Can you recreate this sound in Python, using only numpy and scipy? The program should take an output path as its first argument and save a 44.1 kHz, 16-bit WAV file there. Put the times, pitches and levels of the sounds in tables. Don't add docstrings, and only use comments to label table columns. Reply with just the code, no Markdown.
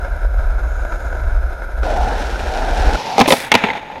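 import sys
import numpy as np
from scipy import signal
from scipy.fft import rfft, irfft, next_fast_len
from scipy.io import wavfile
from scipy.ndimage import uniform_filter1d, map_coordinates

SR = 44100
rng = np.random.default_rng(int(sys.argv[2]) if len(sys.argv) > 2 else 0)


def store_pcm(level_fs):
    pcm = np.round(np.clip(level_fs, -1, 1) * 32767).astype(np.int16)
    wavfile.write(sys.argv[1], SR, np.atleast_2d(pcm).T)


N = 176400
TIME = np.arange(N) / SR
SLAB_S, RIM_S, EDGE_S, SCRAPE_S = 1.83, 2.965, 3.17, 3.278


def amp(db):
    return 10 ** (np.asarray(db) / 20)


def unit(x):
    return x / np.sqrt(np.mean(x ** 2) + 1e-20)


def noise():
    return rng.standard_normal(N)


def along(points, hz):
    point_hz, values = np.transpose(points)
    return np.interp(np.log(hz + 1), np.log(point_hz + 1), values)


def curves(rows):
    times, *columns = np.transpose(rows)
    return [np.interp(TIME, times, column) for column in columns]


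def wobble(knots_per_s):
    return map_coordinates(rng.standard_normal(4096), [TIME * knots_per_s], mode="wrap")


def after(s, fade_s):
    return np.clip((TIME - s) / fade_s + .5, 0, 1)


def filtered(x, response):
    size = next_fast_len(N + SR // 2)
    return irfft(rfft(x, size) * response(np.fft.rfftfreq(size, 1 / SR)), size)[:N]


def coloured(x, colour):
    low_hz, high_hz = colour[0][0] / 2, colour[-1][0] * 2
    skirts = lambda hz: 1 / np.sqrt((1 + (low_hz / (hz + 1)) ** 10) * (1 + (hz / high_hz) ** 10))
    return unit(filtered(x, lambda hz: amp(along(colour, hz)) * skirts(hz)))


def grit(per_s, share):
    grains = (rng.random(N) < per_s / SR) * noise()
    return np.sqrt(share) * unit(grains) + np.sqrt(1 - share) * noise()


def resonance(centre_hz, width_hz):
    slow = lambda: filtered(noise(), lambda hz: 1 / np.sqrt(1 + (hz / width_hz) ** 4))
    phase = 2 * np.pi * np.cumsum(centre_hz * np.ones(N)) / SR
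    return unit(slow() * np.cos(phase) + slow() * np.sin(phase))


def add(track, start_s, sound):
    part = track[round(start_s * SR):][:len(sound)]
    part += sound[:len(part)]


# start in seconds, ring in Hz, then ring, deck, clack and
# crack gains in dB.
BLOWS = [ (3.181, 800, 2, -9, -12, -13), (3.192, 760, 2, -17, -15, -12.5), (3.2, 812, 0.5, -8, -11, -8.5),
         (3.209, 830, 3.5, 2, -2.5, -16), (3.214, 812, 7, -11.5, -9, -8), (3.258, 590, -9, -29, -13, -38),
         (3.278, 315, -5.5, -21, -14, -15), (3.284, 620, -15, -8.5, -16.5, -12),
         (3.305, 552, 0, -8, -3, -13), (3.322, 569, 2.5, -4, 2.5, -4.5), (3.33, 704, -13, -17, -18, -15.5),
         (3.335, 547, -10, -12.5, -15, -22), (3.367, 600, -30, -28, -22, -24),
         (3.5172, 2140, 4.5, -12, 3, -7), (3.524, 850, -4, -19, -10, -25), (3.5402, 950, -14, -4, -6, -10),
         (3.551, 854, -15, -4, 2, -7.5), (3.638, 213, -11.5, -13, -7, -27),
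         (3.643, 864, -13, -18, -14, -36), (3.686, 863, -18, -20, -18, -45),
         (3.702, 2064, -8, -36, -16.5, -36), (3.752, 836, -14, -34, -27, -42),
         (3.831, 810, -20.5, -36, -45, -50), (3.900, 844, -19, -44, -34, -47),
         (3.957, 846, -24, -45, -28.5, -50)]
# frequency in Hz, gain in dB, T60 in seconds.
DECK_MODES = [(107, -18.5, 0.076), (170, -10.5, 0.049), (241, -7, 0.08), (301, -11, 0.048),
              (401, -4.5, 0.055), (480.4, -4, 0.068), (686, -3.5, 0.046), (850, -0.5, 0.051),
              (993, -4.5, 0.047), (1298, -12, 0.053)]
# frequency in Hz, gain in dB.
CLACK_COLOUR = [(200, -16.5), (400, -10), (700, -2.5), (1000, -3.5), (1500, -7.5), (2100, 1.5),
                (2700, -1.5), (3100, -7), (3500, -7.5), (4500, -20), (7000, -57), (15000, -52)]
CRACK_COLOUR = [(1500, -30), (3500, 9.5), (6300, 1.5), (7500, -6), (11000, -10), (15500, -17)]

def blows(clack_t60_s=0.034, crack_t60_s=0.024, attack_s=0.00048):
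    track, t = np.zeros(N), np.arange(SR // 5) / SR
    clack, crack = coloured(noise(), CLACK_COLOUR), coloured(noise(), CRACK_COLOUR)
    mode = lambda hz, t60_s: amp(-60 * t / t60_s) * np.sin(2 * np.pi * hz * t)
    for start_s, ring_hz, ring_db, deck_db, clack_db, crack_db in BLOWS:
        offset = rng.integers(N - len(t))
        deck = sum((-1) ** k * amp(db + rng.normal(0, 3)) * mode(hz * (1 + 0.05 * rng.normal()), t60_s)
                   for k, (hz, db, t60_s) in enumerate(DECK_MODES))
        ring = mode(ring_hz, t60_s=0.039 * np.sqrt(800 / ring_hz))
        hit = amp(ring_db) * ring + amp(deck_db) * deck
        hit += amp(clack_db - 60 * t / clack_t60_s) * clack[offset:][:len(t)]
        hit += amp(crack_db - 60 * t / crack_t60_s) * crack[offset:][:len(t)]
        add(track, start_s, hit * (1 - np.exp(-t / attack_s)))
    return track


# time in seconds, wheel level in dB, grind level in dB.
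RIM_LEVELS = [(2.97, -27.5, -50), (3.08, -24, -45), (3.16, -27.5, -27), (3.24, -24, -31.5), (3.3, -26, -28),
              (3.37, -34.5, -30.5), (3.46, -28.5, -29.5), (3.505, -36, -34.5), (3.55, -20, -24),
              (3.585, -32, -24.5), (3.61, -26.5, -25), (3.66, -21, -24), (3.73, -28, -32.5),
              (3.775, -27, -29.5), (3.8, -34, -36.5), (3.93, -34.5, -40), (4, -30.5, -41.5)]
# frequency in Hz, gain in dB.
RIM_ROLL_COLOUR = [(40, -20), (110, -2.5), (165, -1.5), (230, 0), (320, -7.5), (430, -0.5), (520, 3),
                   (640, 2), (760, 3), (880, 11), (1100, -8), (1500, -19), (2500, -24)]
GRIND_COLOUR = [(700, -20), (1300, 0), (1700, 4), (2300, 4.5), (3000, -4.5), (3700, -3), (4500, -18.5),
                (5700, -23), (6600, -29), (7500, -29), (11000, -32), (15500, -43)]

def rim_slide():
    wheel_db, grind_db = curves(RIM_LEVELS)
    slips_db = 1.34 * wobble(110)
    wheels = amp(wheel_db + slips_db) * coloured(grit(per_s=370, share=0.21), RIM_ROLL_COLOUR)
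    truck = amp(-25) * resonance(centre_hz=6560, width_hz=240)
    grind = amp(grind_db + slips_db) * (coloured(grit(per_s=700, share=0.28), GRIND_COLOUR) + truck)
    return wheels * after(RIM_S, fade_s=.02) + grind * after(EDGE_S, fade_s=0.031)


# time in seconds, relative level in dB.
SCRAPE_LEVELS = [(3.28, -20.5), (3.3, -22.5), (3.332, -21), (3.35, -29), (3.41, -32.5), (3.455, -38),
                 (3.49, -45), (3.54, -79)]
# frequency in Hz, gain in dB.
SCRAPE_COLOUR = [(2000, -7), (4000, 12), (7000, 4), (10500, 7), (13000, 0.5), (15500, -4)]

def tail_scrape():
    level_db, = curves(SCRAPE_LEVELS)
    envelope = amp(level_db - 0.5 + 0.91 * wobble(170)) * after(SCRAPE_S, fade_s=0.014)
    return envelope * coloured(grit(per_s=2700, share=0.65), SCRAPE_COLOUR)


# time in seconds, relative level in dB.
SMOOTH_LEVELS = [(0.0, -34), (0.06, -31.5), (0.07, -33), (0.354, -36), (0.386, -33.5), (0.726, -34),
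                 (0.842, -32.5), (1.574, -34.5), (1.648, -32.5), (1.664, -36.5), (1.794, -34), (1.8, -34.5)]
SKID_LEVELS = [(0, -67), (.55, -65), (.72, -55.5), (.95, -56), (1.15, -57.5), (1.35, -69)]
HUM_LEVELS = [(0, -45), (.2, -41.5), (.45, -38), (.62, -32), (.9, -45), (1.25, -33), (1.55, -48),
              (1.8, -44)]
# start in seconds, relative level in dB.
PITS = [(.048, -21), (.248, -23.5), (0.388, -26.5), (.85, -19.5), (.922, -18), (1.127, -23), (1.15, -23),
        (1.198, -27.5), (1.62, -23.5), (1.832, -17), (2.359, -23.5), (2.54, -40), (2.697, -30),
        (2.955, -14)]
# frequency in Hz, gain in dB.
SMOOTH_COLOUR = [(130, -13), (242, -15.5), (326, -11), (458, -10), (560, -4), (640, -3), (780, -7.5),
                 (860, -14.5), (942, -7), (1130, -23.5), (1300, -6.5), (1430, -1), (1620, -6.5),
                 (1860, -25), (2140, -18.5), (2550, -27.5), (2950, -34), (3900, -30), (4570, -39),
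                 (5100, -31), (5700, -38), (6100, -35.5), (7000, -40), (7900, -48), (8680, -36.5),
                 (9600, -45), (11400, -38), (12300, -48), (14500, -50), (15500, -60)]
HUM_COLOUR = [(80, 8.5), (115, -10), (200, -10.5), (330, -11.5), (480, -12), (600, -11)]

def smooth_roll(pit_t60_s=0.039, pit_cutoff_hz=3500):
    (level_db,), (skid_db,), (hum_db,) = curves(SMOOTH_LEVELS), curves(SKID_LEVELS), curves(HUM_LEVELS)
    flutter = amp(1.18 * wobble(55))
    force = amp(level_db + 2.6) * flutter * grit(per_s=1100, share=0.27)
    pits, t = np.zeros(N), np.arange(SR // 10) / SR
    for start_s, db in PITS:
        add(pits, start_s, amp(db + 1 - 60 * t / pit_t60_s) * rng.standard_normal(len(t)))
    soft_pits = filtered(pits, lambda hz: 1 / np.sqrt(1 + (hz / pit_cutoff_hz) ** 2))
    roll = np.std(force + pits) * coloured(force + soft_pits, SMOOTH_COLOUR)
    skid = amp(skid_db) * resonance(centre_hz=6720, width_hz=330)
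    hum = amp(hum_db) * coloured(noise(), HUM_COLOUR)
    return (roll + flutter * (skid + hum)) * (1 - after(RIM_S, fade_s=0.015))


# time in seconds, roar level in dB, hiss level in dB.
ROUGH_LEVELS = [(1.83, -27.5, -38.5), (2.0, -27, -37), (2.12, -25.5, -38.5), (2.2, -23.5, -33.5),
                (2.32, -30, -36), (2.48, -28, -36.5), (2.55, -26.5, -32.5), (2.62, -24.5, -34.5),
                (2.75, -24.5, -32.5), (2.92, -20.5, -30.5)]
# time in seconds, pitch in Hz, level in dB.
WHIRR = [(1.83, 640, -22), (1.92, 670, -22.5), (2.01, 765, -20), (2.11, 810, -24), (2.2, 779, -30),
         (2.33, 640.5, -45.5), (2.5, 693.3, -26.5), (2.65, 730, -24.5), (2.88, 792.6, -24),
         (3.0, 720.7, -48), (3.1, 800, -26.5), (3.17, 709, -25.5)]
# frequency in Hz, gain in dB.
ROAR_COLOUR = [(59, -30), (100, -8), (177, -10.5), (238, -6.5), (351, -8.5), (472, -2.5), (687, -7.5),
               (813, -1), (1150, -17.5), (1510, -10.5), (2010, -19), (2200, -19.5), (2860, -49),
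               (4840, -120)]
HISS_COLOUR = [(1000, -22), (1700, -1), (2090, -15), (2360, -3.5), (3180, -8.5), (3760, -7), (4700, -12.5),
               (5510, -11), (7560, -21), (11000, -27), (15800, -42)]

def rough_roll():
    roar_db, hiss_db = curves(ROUGH_LEVELS)
    whirr_hz, whirr_db = curves(WHIRR)
    judder_db = 1.1 * wobble(70)
    whirr = amp(whirr_db) * resonance(whirr_hz, width_hz=86) * (1 - after(EDGE_S, fade_s=0.042))
    roar = amp(roar_db + judder_db) * coloured(grit(per_s=700, share=0.51), ROAR_COLOUR)
    hiss = amp(hiss_db + 1.2 * judder_db) * coloured(grit(per_s=400, share=0.27), HISS_COLOUR)
    return after(SLAB_S, fade_s=0.0072) * (whirr + (roar + hiss) * (1 - after(RIM_S, fade_s=0.031)))


# frequency in Hz, gain in dB.
APPROACH_COLOUR = [(710, -27), (1200, 3), (1290, -12), (1340, 4), (1550, 0), (1690, -1), (1970, 2),
                   (5490, -3), (8730, -23), (11100, -18.5), (15800, -40)]

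def approach(level_db=-31):
    hiss = amp(level_db + wobble(61)) * coloured(grit(per_s=540, share=0.16), APPROACH_COLOUR)
    return hiss * after(RIM_S, fade_s=0.015) * (1 - after(SCRAPE_S, fade_s=0.016))


# frequency in Hz, T60 in seconds.
BOWL_DECAY = [(200, .4), (2000, 0.29), (10000, 0.19)]

def bowl_echo(x, gain_db=-21.5, delay_s=0.024):
    hz, t, spectrum = signal.stft(rng.standard_normal(SR // 2), SR, nperseg=256)
    decay = amp(-60 * t / along(BOWL_DECAY, hz)[:, None])
    _, tail = signal.istft(spectrum * decay, SR, nperseg=256)
    delayed = np.pad(x, (round(delay_s * SR), 0))
    return amp(gain_db) * signal.fftconvolve(delayed, tail / np.linalg.norm(tail))[:N]


# time in seconds, relative level in dB.
WIND_LEVELS = [(0, -20.5), (.15, -16.5), (.27, -12.5), (.45, -11.5), (.68, -15), (.85, -17.5), (.98, -20),
               (1.1, -19), (1.28, -12.5), (1.41, -11), (1.57, -25), (1.73, -21.5), (1.78, -12), (1.88, -18),
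               (2.04, -13), (2.15, -19), (2.57, -19.5), (2.76, -14.5), (2.86, -6.5), (2.95, -17)]
# frequency in Hz, gain in dB.
WIND_COLOUR = [(14, -26), (22, -13), (32, 1), (44, -2.5), (54, -2), (64, -3), (72, -14), (85, -21.5),
               (105, -33.5), (150, -38.5), (250, -57)]

def wind():
    level_db, = curves(WIND_LEVELS)
    eddies = coloured(noise(), WIND_COLOUR)
    running_rms = np.sqrt(np.abs(uniform_filter1d(eddies ** 2, size=6000)) + .02)
    return amp(level_db - 2.0) * unit(eddies / running_rms) * (1 - after(RIM_S, fade_s=0.0247))


# frequency in Hz, gain in dB.
AIR_COLOUR = [(25, -1), (60, -3), (110, -4), (160, -15), (260, -1), (600, -24)]

def air(level_db=-44.5):
    return amp(level_db) * coloured(noise(), AIR_COLOUR) * after(RIM_S, fade_s=.02)


def whine(pulse_hz=60, start_db=-65.5, rim_drop_db=7.8):
    pulses = (1 + 0.99 * np.cos(2 * np.pi * pulse_hz * TIME)) ** 2
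    level_db = start_db - rim_drop_db * after(RIM_S, fade_s=.02)
    return amp(level_db) * unit(pulses * resonance(centre_hz=11370, width_hz=110))


def scene():
    hits = blows()
    background = wind() + air() + whine()
    board = smooth_roll() + rough_roll() + approach() + rim_slide() + tail_scrape()
    return (hits + board + bowl_echo(hits) + background)[None]


def record(dry, ceiling=1.1, hardness=4, cutoff_hz=15900):
    clipped = dry[0] / (1 + np.abs(dry[0] / ceiling) ** hardness) ** (1 / hardness)
    return filtered(clipped, lambda hz: hz < cutoff_hz)[None]


dry = scene()
out = record(dry)
store_pcm(out)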